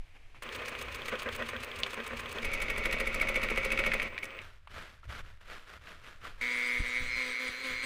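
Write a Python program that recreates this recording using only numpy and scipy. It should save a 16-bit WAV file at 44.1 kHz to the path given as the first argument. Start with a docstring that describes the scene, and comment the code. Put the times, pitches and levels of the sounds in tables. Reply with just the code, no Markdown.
"""Denim in a sewing workshop

Five shots cut together: a hand smooths denim; a sewing machine clacks through its stitches far off,
then close by until it slows to a stop; short strokes rub over the cloth; and a mains rotary tool
whines and grinds on the denim while its cooling air puffs against the microphone."""
import sys
import numpy as np
from scipy import signal
from scipy.fft import rfft, irfft, next_fast_len
from scipy.io import wavfile
from scipy.ndimage import uniform_filter1d

SR = 44100
rng = np.random.default_rng(int(sys.argv[2]) if len(sys.argv) > 2 else 0)


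def master(y):
    """Save y as 16-bit WAV."""
    cut = np.clip(np.atleast_2d(y).T, -1, 1)
    pcm = np.round(cut * 32767)  # scale
    wavfile.write(sys.argv[1], SR, pcm.astype(np.int16))


N = 346185
TIME = np.arange(N) / SR
SIZE = next_fast_len(N + SR // 4)
HZ = np.arange(SIZE // 2 + 1) * SR / SIZE + 1e-3
PEDAL_UP_S, MACHINE_CUT_S, TOOL_CUT_S = 4.078, 4.42, 6.41

# stitches heard far off: (time [s], arm clack [dB], feed effort [dB], needle ping [dB])
FAR_STITCHES = [(0.4219, -40.5, -6, -40), (0.5494, -36, -1, -43.5), (0.6806, -37, 1, -45),
                (0.8127, -39, -1, -47), (0.9459, -41, -0.5, -40.5), (1.0816, -35.5, 3.5, -41),
                (1.219, -36, 0, -37.5), (1.3497, -38.5, 2.5, -40), (1.487, -36, -5, -38.5),
                (1.631, -38.5, -4.5, -39.5), (1.7879, -41, 6.5, -42), (1.9308, -35.5, 1, -42),
                (2.0644, -38, -1.5, -51), (2.194, -36, -1, -41.5), (2.3148, -41, 3, -36),
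                (2.4457, -39, 0, -58)]
# stitches heard close by: (time [s], arm clack [dB], feed effort [dB], hook rattle [dB])
NEAR_STITCHES = [(2.4494, -33, -17, -29), (2.5371, -34, 1.5, -28.5), (2.6206, -30, -0.5, -27.5),
                 (2.702, -28, -4, -31.5), (2.7794, -29.5, -1, -31.5), (2.856, -27.5, 0, -29.5),
                 (2.9284, -28, 3, -28.5), (3.0033, -27.5, 0.5, -31), (3.073, -31, -3, -32),
                 (3.1451, -34, 5.5, -31.5), (3.2153, -25, 3.5, -29), (3.2886, -27, 2.5, -29.5),
                 (3.3595, -26.5, 3, -30.5), (3.434, -25.5, 2.5, -28.5), (3.5033, -29.5, 6.5, -34),
                 (3.5768, -25.5, -1, -29.5), (3.6486, -28.5, 3.5, -30), (3.7205, -26, 2.5, -29),
                 (3.7922, -23.5, 0, -30), (3.8642, -25.5, 3.5, -30), (3.938, -24, -2.5, -31),
                 (4.0209, -29, -3.5, -33.5), (4.2346, -33.5, -17, -34)]
# broad tone of the slow-running machine: (frequency [Hz], level [dB])
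SLOW_SPECTRUM = [(71, -42.5), (120, -4), (188, -18), (236, 0.5), (284, -13.5), (524, -4.5), (742, -14.5),
                 (1050, -2), (2530, 0.5), (5300, -22.5), (15000, -37.5), (16000, -33)]
# its body modes: (frequency [Hz], width [Hz], level [dB])
SLOW_MODES = [(248, 5.4, -4), (473, 160, -2), (1051, 41, -2.5), (1207, 37, -3.5), (1930, 14, -4.5),
              (2290, 110, -3.5), (2517, 35, 0.5), (6300, 190, -22), (7540, 130, -28), (8000, 180, -25),
              (8570, 200, -27), (9800, 220, -34), (14900, 89, -21.5), (15200, 51, -32), (15400, 47, -33)]


def from_db(db):
    """Gain of a level in dB."""
    return 10 ** (np.asarray(db) / 20)


def curve(points):
    """A line through (time, value) points, at every sample."""
    return np.interp(TIME, *np.transpose(points))


def shot(start, end):
    """One while a shot lasts, with hard cuts."""
    return np.clip(np.minimum(TIME - start, end - TIME) / .002, 0, 1)


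def trapezoid(start, rise, hold, fall):
    """Zero, up to one, held, back to zero."""
    return np.interp(TIME, np.cumsum([start, rise, hold, fall]), [0, 1, 1, 0])


def wander(per_s):
    """Slow random drift, spread about 1."""
    knots = np.clip(rng.standard_normal(400), -2, 2)
    return np.interp(TIME * per_s, np.arange(400), knots)


def gritty(grit_db, grains_per_s):
    """Noise whose loudness jumps from grain to grain; rms 1."""
    steps = rng.exponential(1, int(N / SR * 4000))[(TIME * grains_per_s).astype(int)]
    noise = rng.standard_normal(N) * from_db(grit_db * np.minimum(steps, 4))
    return noise / noise.std()


def resonance(hz, width_hz):
    """Response of one mode, 1 at its peak."""
    return 1 / (1 + 1j * (HZ ** 2 - hz ** 2) / (HZ * width_hz))


def colour(spectrum, modes=(), broad_db=0):
    """A broad spectrum with modes standing out of it."""
    hz, db = np.transpose(spectrum)
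    broad = from_db(np.interp(np.log(HZ), np.log(hz), db) + broad_db)
    return broad + sum(from_db(db) * resonance(hz, width) for hz, width, db in modes)


def through(x, response, low_hz, high_hz):
    """Filter by one band of a response, scaled so that white noise keeps its power."""
    band = response / np.sqrt((1 + (low_hz / HZ) ** 8) * (1 + (HZ / high_hz) ** 8))
    band = band / np.sqrt(np.mean(np.abs(band) ** 2))
    return irfft(rfft(x, SIZE) * band, SIZE)[:N]


def rumble_levels():
    """Deep and upper rumble in dB: each shot has a wandering floor, and swells rise out of it."""
    # floor of each shot: (start [s], deep [dB], upper [dB], wander [dB])
    floors = [(0, -47.5, -62, -1.5), (.42, -55, -53, 3), (2.43, -40, -49.5, 0.5), (4.07, -53, -61, 3),
              (6.42, -73, -75, 0)]
    # low swells: (peak time [s], rise [s], fall [s], deep [dB], upper [dB])
    swells = [(0.001, 0.013, 0.14, -34, -61), (.39, .1, .3, -45, -55), (1.3, .6, 0.68, -49, -48.5),
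              (1.8, 0.23, .4, -47, -49.5), (2.47, .1, 0.44, -36.5, -43), (4.07, .1, 0.71, -44.5, -52),
              (4.72, .08, .8, -53, -53.5), (5.08, 0.07, .45, -57, -43), (5.25, 0.23, 0.34, -42, -51.5),
              (5.46, 0.072, 0.53, -42, -63), (6.3, 0.13, 0.56, -41.5, -56), (6.82, 0.077, 0.1, -27, -40),
              (7.03, .12, 0.22, -32, -43.5), (7.3, .3, .1, -50, -60), (7.5, 0.13, 0.14, -47, -66),
              (7.74, 0.24, 0.25, -48.5, -53)]
    span_db = 26   # climbed in the rise, lost in the fall
    starts, *bands, wander_db = np.transpose(floors)
    now = np.searchsorted(starts, TIME, "right") - 1
    levels = []
    for band, floor_db in enumerate(bands):
        swells_db = [db[band] - span_db * np.maximum((at - TIME) / rise, (TIME - at) / fall)
                     for at, rise, fall, *db in swells]
        levels.append(np.max([floor_db[now] + wander_db[now] * wander(8.3), *swells_db], axis=0))
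    return levels


def table_shake():
    """The needle bar rocks the table once a stitch."""
    # rocking motion: (multiple of the stitch rate, level [dB], lag [turns])
    harmonics = [(1, 3, 0.32), (2, 2.5, 0.26), (3, -4.5, 0.18)]
    times = np.array(NEAR_STITCHES)[:, 0]
    turns = np.interp(TIME, times, np.arange(len(times)))
    return sum(from_db(db) * np.cos(2 * np.pi * k * (turns - lag)) for k, db, lag in harmonics)


def rumble():
    """Building and handling rumble; close to the machine the rocking table carries the deep part."""
    deep_db, upper_db = rumble_levels()
    deep = through(rng.standard_normal(N), 1 / HZ, 8.8, 31.4)
    upper = through(rng.standard_normal(N), 1 / HZ, 53.5, 116)
    rocking = np.interp(TIME, [2.42, 2.45, 4.0, 4.08], [0, 1, 1, 0])
    deep = (1 - 0.73 * rocking) * deep + rocking * table_shake()
    return from_db(deep_db - 2.5) * deep + from_db(upper_db - 1.5) * upper


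def clacks_and_taps():
    """Needle bar clacks growing louder over the last fast stitches, plus scattered clicks and taps."""
    # noisy cracks with a thin tick on top: (time [s], peak [dB], centre [Hz], tick against crack [dB])
    hits = [(0.346, -47, 1150, -30), (1.834, -12, 3240, -43), (2.857, -27, 3500, -31),
            (2.929, -28, 3500, -35), (3.487, -23.5, 2230, -27), (3.704, -29, 2226, -29),
            (3.776, -24, 2260, -27), (3.839, -18.5, 2090, -31), (3.846, -31, 2240, -25),
            (3.918, -17.5, 2110, -28), (3.999, -18.5, 2214, -27), (4.146, -34, 2500, -30),
            (4.179, -22.5, 2260, -34), (4.255, -37, 2170, 4), (4.306, -35, 2660, -30),
            (4.373, -41, 2500, -29), (4.39, -26.5, 2370, -28), (4.417, -41, 2350, -5),
            (4.673, -39, 1120, -31), (4.675, -41, 2600, -12), (5.032, -44, 1150, -28),
            (5.872, -36, 2040, -27), (6.251, -35, 1370, -19)]
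    t60_s = 0.038
    out, t = np.zeros(N), TIME[:SR // 10]
    tick_band = signal.butter(2, [4500, 9000], "band", fs=SR, output="sos")
    for at, db, hz, tick_db in hits:
        burst = (rng.standard_normal(len(t)) + 14 * (t == 0)) * from_db(-60 * t / t60_s)
        crack_band = signal.butter(2, [hz / 1.27, hz * 1.196], "band", fs=SR, output="sos")
        crack, tick = signal.sosfilt(crack_band, burst), signal.sosfilt(tick_band, burst)
        tap = crack / np.abs(crack).max() + from_db(tick_db) * tick / np.abs(tick).max()
        out[int(at * SR):][:len(t)] += from_db(db) * tap
    return out


def cloth_strokes():
    """Strokes drag over the twill ribs: fine grit swelling out of a faint rustle."""
    # strokes on the denim: (start [s], rise [s], hold [s], fall [s], peak [dB])
    strokes = [(0.141, .024, .002, 0.013, -57.5), (0.343, 0.0063, .02, .03, -57),
               (4.405, .01, .002, 0.18, -50), (4.683, 0.033, .01, 0.11, -52),
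               (4.688, 0.078, .01, 0.24, -45), (5.025, 0.021, .002, 0.028, -57),
               (5.074, 0.024, 0.11, 0.019, -47), (5.179, 0.088, 0.0092, 0.12, -57),
               (5.403, .008, .02, .03, -58.5), (5.404, .12, 0.013, .16, -47),
               (5.602, 0.1, 0.065, 0.027, -52.5), (5.776, 0.11, .01, 0.18, -49.5),
               (5.967, 0.1, .01, 0.16, -50.5), (6.184, 0.072, .005, 0.14, -46),
               (6.35, 0.061, .02, .01, -53)]
    # smoothing shot, then rubbing shot: (start [s], end [s], rustle [dB], treble below rustle [dB],
    # treble's share of a stroke's rise, grit [dB])
    shots = [(0, 0.424, -66, 10, 0.46, -0.2), (4.416, 6.418, -71, 11.5, 0.87, 2.03)]
    # tone of a palm over denim: (frequency [Hz], level [dB])
    palm = [(120, -23), (250, -12), (700, -11.5), (1400, -14.5), (2340, -7.5), (3600, -19.5), (12000, -32),
            (16000, -42)]
    # tone of the rubbing: (frequency [Hz], level [dB])
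    rubbing = [(71, -27), (120, -23), (173, -4.5), (272, -10), (308, -9), (643, -5.5), (805, -11),
               (1400, -0.5), (1790, -4), (15000, -25.5), (16000, -40)]
    fullness = 0.79   # under 1: a stroke fills out early and thins late
    out = 0
    for (start, end, rest_db, below_db, share, grit_db), spectrum in zip(shots, (palm, rubbing)):
        swells_db = [(db - rest_db) * trapezoid(*timing) ** fullness for *timing, db in strokes]
        rise_db = np.max(swells_db, axis=0)
        grit, tone = gritty(grit_db, 600) * shot(start, end), colour(spectrum)
        out += through(from_db(rest_db + rise_db) * grit, tone, 120, 3380)
        out += through(from_db(rest_db - below_db + share * rise_db) * grit, tone, 3540, 16000)
    return out


def air_puffs():
    """Cooling air hits the microphone port: a quick push, then a slower swing back."""
    # gusts: (time [s], level [dB], time scale [s])
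    puffs = [(6.804, -27.5, 0.0074), (7.016, -42, 0.0079), (7.064, -47, 0.008), (7.162, -50, 0.0069),
             (7.495, -41.5, 0.0085), (7.713, -49.5, 0.009)]
    pressure = np.zeros(N)
    for at, db, length in puffs:
        t = (TIME - at) / length
        pressure += from_db(db) * (np.exp(-2.6 * t ** 2) - 0.27 * np.exp(-(t - 1.8) ** 2))
    flutter = through(rng.standard_normal(N), 1, 40, 202)
    return pressure * (1 + 0.72 * flutter)


def bit_squeaks():
    """The bit squeaks on the cloth in short, slightly rough glides."""
    # squeaks: (start [s], length [s], from [Hz], to [Hz], peak [dB])
    squeaks = [(6.44, .05, 4640, 4780, -60), (6.613, 0.11, 4860, 4820, -49), (6.68, .04, 5050, 4940, -52),
               (6.77, .09, 4820, 4860, -58), (6.885, .035, 5100, 4900, -64), (7.09, .09, 5200, 5140, -53)]
    out, jitter_hz = 0, 18 * wander(45)
    for start, length, from_hz, to_hz, db in squeaks:
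        along = np.clip((TIME - start) / length, 0, 1)
        hz = from_hz + (to_hz - from_hz) * along ** 1.5 + jitter_hz
        out += from_db(db) * np.sin(np.pi * along) * np.sin(2 * np.pi * np.cumsum(hz) / SR)
    return out


def bearing_squeals():
    """Bearing squeals and patches of sizzle: bands of noise, each flickering on its own."""
    # squeal bands: (frequency [Hz], width [Hz], relative level [dB], flicker [dB])
    bands = [(4820, 47, -11, 5.5), (6910, 640, -14, 7), (8100, 170, -10.5, 6), (9100, 160, -17, 6),
             (9650, 720, -16.5, 7), (10800, 980, -20, 8.5), (12100, 2000, -23, 9), (13600, 1200, -19, 6),
             (15200, 1000, -15.5, 4)]
    out, white = 0, rng.standard_normal(N)
    for hz, width, db, flicker_db in bands:
        knots = np.clip(rng.standard_normal(200), -2, 1.5)
        flicker = np.interp(TIME * 25, np.arange(200), knots)
        whistle = through(white, resonance(hz, width) ** 2, 100, 20000)
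        out += from_db(db + flicker_db * flicker) * whistle
    return out


def bit_pressure_db():
    """Each press of the bit on the cloth comes on quickly, holds and eases off."""
    # presses: (start [s], hold [s], strength [dB])
    presses = [(6.382, 0.4, -2), (6.84, .2, -5), (7.172, 0.13, -1.5), (7.407, 0.063, -0.5), (7.649, .02, 1),
               (7.678, 0.033, -0.5), (7.841, .1, 1.5)]
    lifted_db, rise_s, fall_db_per_s = -10, 0.019, 144
    level_db = np.full(N, lifted_db)
    for start, hold, db in presses:
        attack_db = np.minimum(lifted_db * (start - TIME) / rise_s, 0)
        release_db = fall_db_per_s * (start + hold - TIME)
        level_db = np.maximum(level_db, db + np.minimum(attack_db, release_db))
    return level_db


def grinding(press_db, buzz_db, hiss_db, mains):
    """The bit grinds the denim: one gritty noise in three bands, louder under pressure."""
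    # broad tone of the grinding: (frequency [Hz], level [dB])
    spectrum = [(88, -64), (150, -15), (244, -14), (297, -9.5), (504, -2.5), (805, -18), (979, -9),
                (2180, 6.5), (2870, -4.5), (4160, -17), (5460, -28), (8230, -28), (16000, -45)]
    # modes of the tool's body: (frequency [Hz], width [Hz], level [dB])
    modes = [(1400, 500, -8.5), (2260, 380, -9), (3400, 510, 2), (6000, 410, -16)]
    # tone of the hiss: (frequency [Hz], level [dB])
    hiss_spectrum = [(2650, -25), (4500, 2), (5450, -6.5), (6030, -4), (7570, -10.5), (8200, -8),
                     (8640, -13.5), (15100, -23), (16000, -13.5)]
    grit = gritty(1.7, 1200) * (1 + 0.041 * mains)
    body = colour(spectrum, modes, broad_db=3.5)
    dips_db = 0.09 * (buzz_db - buzz_db.max())   # the grinding dips slightly with the buzz
    low = through(from_db(-40.5 + 0.29 * press_db + dips_db) * grit, body, 150, 2700)
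    top = through(from_db(-50.5 + press_db + dips_db) * grit, body, 3400, 4200)
    hiss = through(from_db(hiss_db - 3) * grit, colour(hiss_spectrum), 4800, 22000)
    return low + top + hiss


def housing_ring(drive, modes):
    """The tool's housing rings with a drive; rms 1 over the tool's shot."""
    response = sum(from_db(db) * resonance(hz, width) ** 2 for hz, width, db in modes)
    ring = through(drive, response, 300, 20000)
    return ring / ring[TIME > TOOL_CUT_S].std()


def commutator(angle, mains, buzz_db):
    """Commutator tones sound while current flows, twice a mains cycle, and ring the housing."""
    # commutator overtones: (multiple of the shaft speed, level [dB])
    orders = [(16, 4), (24, -3.5), (32, -10)]
    # housing modes of the lower whine: (frequency [Hz], width [Hz], level [dB])
    lower_modes = [(3850, 400, 2), (5620, 300, 0), (7950, 300, -16)]
    # housing modes of the upper whine: (frequency [Hz], width [Hz], level [dB])
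    upper_modes = [(4180, 280, 0), (4490, 330, 1), (5940, 400, -6)]
    # loudness of the upper whine: (time [s], level [dB])
    upper_levels = [(6.41, -56), (6.95, -52.5), (7.05, -52), (7.14, -47.5), (7.3, -50.5), (7.5, -51.5),
                    (7.62, -50.5), (7.72, -51.5), (7.85, -48)]
    bars, buzz_hz, buzz_width_hz = 8, 2210, 364
    sharp_pulses, soft_pulses = np.exp(7.5 * (mains - 1)), np.exp(2.2 * (mains - 1))
    overtones = sum(from_db(db) * np.sin(k * angle) for k, db in orders)
    buzz = housing_ring(sharp_pulses * np.sin(bars * angle), [(buzz_hz, buzz_width_hz, 0)])
    lower = housing_ring(sharp_pulses * overtones, lower_modes)
    upper = housing_ring(soft_pulses * overtones, upper_modes)
    turned = np.clip((TIME - 6.93) / .15, 0, 1)   # the tool turns another side to the microphone
    lower_db = -52.5 - 2 * turned + 3 * wander(22)
    return from_db(buzz_db) * buzz + from_db(lower_db) * lower + from_db(curve(upper_levels)) * upper


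def rotary_tool():
    """A mains motor spins the bit: commutator, fan and unbalance tones all follow its shaft."""
    # shaft speed: (time [s], speed [turns/s])
    speeds = [(6.41, 246.1), (6.86, 246.8), (7.0, 250.8), (7.07, 252), (7.17, 259), (7.25, 252.3),
              (7.31, 250.3), (7.41, 256.8), (7.52, 250), (7.635, 264.3), (7.73, 252.2), (7.83, 263),
              (7.85, 263)]
    # hum of the unbalanced shaft: (multiple of the shaft speed, level [dB])
    unbalance = [(1, -3), (2, -3), (3, -16), (4, -7), (5, -8), (6, -9), (7, -10)]
    # loudness of the commutator buzz: (time [s], level [dB])
    buzz_levels = [(6.41, -33.5), (6.785, -32), (6.806, -44), (6.862, -35.5), (6.91, -39), (6.974, -30),
                   (7.03, -44), (7.132, -35), (7.212, -35), (7.288, -42), (7.352, -36), (7.452, -42),
                   (7.484, -34.5), (7.504, -47), (7.624, -45), (7.684, -39.5), (7.85, -39)]
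    pulses_per_s, fan_blades = 120, 18
    angle = 2 * np.pi * np.cumsum(uniform_filter1d(curve(speeds), size=1100)) / SR
    mains = np.cos(2 * np.pi * pulses_per_s * (TIME - .0045))
    buzz_db, press_db = curve(buzz_levels), bit_pressure_db()
    hiss_db = -51 + 0.64 * press_db
    whine = commutator(angle, mains, buzz_db)
    grind = grinding(press_db, buzz_db, hiss_db, mains)
    fan = from_db(-59 + 2.5 * wander(12)) * np.sin(fan_blades * angle)
    hum = from_db(-45 + press_db) * sum(from_db(db) * np.sin(k * angle + k * k) for k, db in unbalance)
    return whine + grind + fan + hum + bit_squeaks() + from_db(hiss_db) * bearing_squeals()


def drive_whine():
    """Thin wavering whistles of the sewing machine's drive."""
    # whistles: (frequency [Hz], width [Hz], level [dB], start [s])
    whistles = [(8100, 79, -78, 2.9), (15300, 350, -75, .421)]
    out, white = 0, rng.standard_normal(N)
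    for hz, width, db, start in whistles:
        whistle = through(white, resonance(hz, width) ** 2, 100, 20000)
        out += from_db(db) * shot(start, MACHINE_CUT_S) * whistle
    return out


def needle_pings():
    """The needle bar pings once between each far stitch and the next."""
    # ring of the needle bar: (frequency [Hz], level [dB], time to fall 60 dB [s])
    modes = [(3260, 9.5, 0.015), (3430, 1.5, 0.017), (13100, -10, .01)]
    times, _, _, ping_db = np.transpose(FAR_STITCHES)
    ping_times = times[:-1] + .543 * np.diff(times)   # just past half a turn
    clicks = np.full(N, 1e-18)
    clicks[(ping_times * SR).astype(int)] = from_db(ping_db[:-1] - 3.5)
    out = 0
    for hz, db, t60 in modes:
        r, w = from_db(-60 / (t60 * SR)), 2 * np.pi * hz / SR
        out += signal.lfilter([0, from_db(db) * np.sin(w)], [1, -2 * r * np.cos(w), r * r], clicks)
    return out


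def feed_rasps():
    """The feed drags thick cloth: short rough rasps that start at once and stop quickly."""
    # drags: (start [s], relative level [dB])
    rasps = [(0.602, -34), (1.118, -25), (1.256, -24), (1.391, -23.5), (1.531, -30.5), (1.972, -27.5),
             (2.105, -33), (2.363, -29.5)]
    # resonances of a rasp: (frequency [Hz], width [Hz], level [dB])
    modes = [(232, 11, 9), (510, 110, -1), (1150, 230, -8.5), (1540, 200, -5), (1850, 97, -1.5)]
    drag = sum(from_db(db - 11) * trapezoid(at, rise=0.0018, hold=0.03, fall=0.015) for at, db in rasps)
    body = sum(from_db(db) * resonance(hz, width) for hz, width, db in modes)
    return through(drag * gritty(2.2, 500), body, 240, 1820)


def coasting():
    """With the pedal let up, the machine rolls on with the lighter rattle of slow running."""
    lumps = from_db(-51.5 + 3 * wander(30.04)) * shot(PEDAL_UP_S, MACHINE_CUT_S)
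    body = colour(SLOW_SPECTRUM, SLOW_MODES, broad_db=-3)
    return through(lumps * gritty(3.5, 1200), body, 230, 3200)


def contact_power(at, peaks, rise_s, decay_s):
    """Power of a rattle: it climbs exponentially to each contact and dies away after it."""
    marks = np.full(N, 1e-18)
    marks[at] = peaks
    tail = signal.lfilter([1], [1, -np.exp(-1 / (decay_s * SR))], marks)
    lead_in = signal.lfilter([0, 1], [1, -np.exp(-1 / (rise_s * SR))], marks[::-1])[::-1]
    return lead_in + tail


def stitching(times, levels_db, feed_db, contacts, whirr_db, spectrum, modes, broad_db, scatter_db):
    """Each stitch is a round of contacts, each a blow and a short rattle, over a running whirr."""
    # hook hiss, chatter, arm clack, bed knock: (low edge [Hz], high edge [Hz], grit [dB])
    parts = [(7000, 20000, 2.2), (3500, 7000, 2.0), (900, 3500, 1.2), (130, 900, .8)]
    power, blows = np.zeros((2, 4, N))
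    gap_after = np.diff(times, append=2 * times[-1] - times[-2])
    gap_before = np.diff(times, prepend=2 * times[0] - times[1])
    for turn, rise, decay, *part_db, blow_share in contacts:
        at = ((times + turn * (gap_after if turn > 0 else gap_before)) * SR).astype(int)
        # the feed's effort weighs on the later contacts of a turn
        effort_db = (feed_db if turn > .12 else 0) + scatter_db * rng.standard_normal(len(times))
        envelope = contact_power(at, from_db(effort_db) ** 2, rise, decay)
        for part, level_db in enumerate(levels_db):
            gain = from_db(level_db + part_db[part])
            power[part] += envelope * np.interp(np.arange(N), at, gain) ** 2
            if part > 1:   # arm and bed also take a blow: a share of the rattle's energy in one sample
                blows[part, at] += gain * from_db(effort_db) * np.sqrt(blow_share * decay * SR)
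    rattle_tone = colour(spectrum, modes, broad_db)
    blow_tone = colour(spectrum, modes, -40)   # almost pure ringing
    whirr_tone = colour(spectrum, modes, broad_db + 3)   # running noise wakes the modes less
    out = 0
    for rattle_power, blow, db, (low_hz, high_hz, grit_db) in zip(power, blows, whirr_db, parts):
        out += through(np.sqrt(rattle_power) * gritty(grit_db, 1200), rattle_tone, low_hz, high_hz)
        out += through(blow, blow_tone, low_hz, high_hz)
        out += through(from_db(db) * gritty(grit_db, 1200), whirr_tone, low_hz, high_hz)
    return out


def far_machine():
    """The sewing machine stitches slowly, far off; the bed's knock follows the arm's clack."""
    # contacts of one stitch: (position [turns], rise [s], decay [s], hook hiss [dB], chatter [dB],
    # clack [dB], knock [dB], blow's share of the energy)
    contacts = [(-.17, .003, .006, -19, -7.5, -9, -17, .1), (.02, .002, .004, -12.5, -6.5, -2, -1.5, .2),
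                (.1, 0.00069, 0.00082, -9, -19, -4, -5, .2),
                (0.33, 0.0056, 0.013, -36, -18, -8.5, -1.5, 0.19),
                (0.531, 0.00034, 0.0065, -29, -20.5, -5.5, -7, 0.5)]
    times, clack_db, feed_db, _ = np.transpose(FAR_STITCHES)
    hook_db = np.full(len(times), -36.5)
    knock_db = -45 + 0.71 * (clack_db - clack_db.mean())
    whirr_db = [-70, -58, -46, -50.5]   # hook hiss, chatter, clack, knock
    return stitching(times, (hook_db, hook_db, clack_db, knock_db), feed_db, contacts, whirr_db,
                     SLOW_SPECTRUM, SLOW_MODES, broad_db=-1.5, scatter_db=2)


def near_machine():
    """The sewing machine runs fast, close by; its whirr drops as the pedal is let up."""
    # contacts of one stitch: (position [turns], rise [s], decay [s], hook hiss [dB], chatter [dB],
    # clack [dB], knock [dB], blow's share of the energy)
    contacts = [(-.22, 0.00058, 0.0017, -25, -13, -2, -13, 0.16),
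                (-.02, 0.0011, 0.0055, -19.5, -15, -0.5, -7, 0.093),
                (0.041, 0.0022, 0.0018, -13, -12.5, -8, 0, 0.15),
                (.17, .002, 0.0058, -38, -22.5, -14.5, -1.5, 0.86),
                (0.501, 0.00046, 0.0027, -42, -33, -20, -2.5, 0.33)]
    # broad tone close by: (frequency [Hz], level [dB])
    spectrum = [(71, -47), (120, -10.5), (226, -16), (284, -11.5), (535, -9), (757, -17), (1340, -5.5),
                (1720, -12), (2240, -2), (3240, -14), (10600, -31.5), (16000, -65)]
    # body modes close by: (frequency [Hz], width [Hz], level [dB])
    modes = [(229, 13.5, -4.5), (439, 26, -12.5), (535.7, 21, -3), (601, 41, -12.5), (1390, 250, -13.5),
             (1901, 12.4, 6), (2026, 20, 3.5), (2229, 86, 7.5), (2520, 39, 2), (2640, 170, -26.5),
             (3460, 72, -16), (4670, 52, -28), (6050, 180, -24), (7720, 570, -29), (8850, 470, -33),
             (10120, 400, -22.5), (14100, 370, -28)]
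    # change in the whirr at pedal-up: (hook hiss [dB], chatter [dB], clack [dB], knock [dB])
    drops_db = [-8, -11, -12, -9.5]
    times, clack_db, feed_db, hook_db = np.transpose(NEAR_STITCHES)
    knock_db = -38.5 + 0.73 * (clack_db - clack_db.mean())
    pedal_up = np.clip((TIME - PEDAL_UP_S) / 0.014, 0, 1)
    whirr_db = [db + drop * pedal_up for db, drop in zip([-71, -56, -38.5, -46.5], drops_db)]
    return stitching(times, (hook_db, hook_db, clack_db, knock_db), feed_db, contacts, whirr_db,
                     spectrum, modes, broad_db=-2, scatter_db=0)


def scene():
    """The shots follow one another over the rumble, in mono."""
    out = far_machine() * shot(.421, 2.428) + near_machine() * shot(2.426, MACHINE_CUT_S)
    out += coasting() + drive_whine() + needle_pings() + feed_rasps()
    out += cloth_strokes() + clacks_and_taps() + rumble()
    out += rotary_tool() * shot(TOOL_CUT_S, 8) + air_puffs()
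    return out[None]


def record(dry):
    """A steep low-pass cuts the very top."""
    stop_hz = 16100
    return signal.sosfilt(signal.cheby2(16, 60, stop_hz, fs=SR, output="sos"), dry)


dry = scene()
out = record(dry)
master(out)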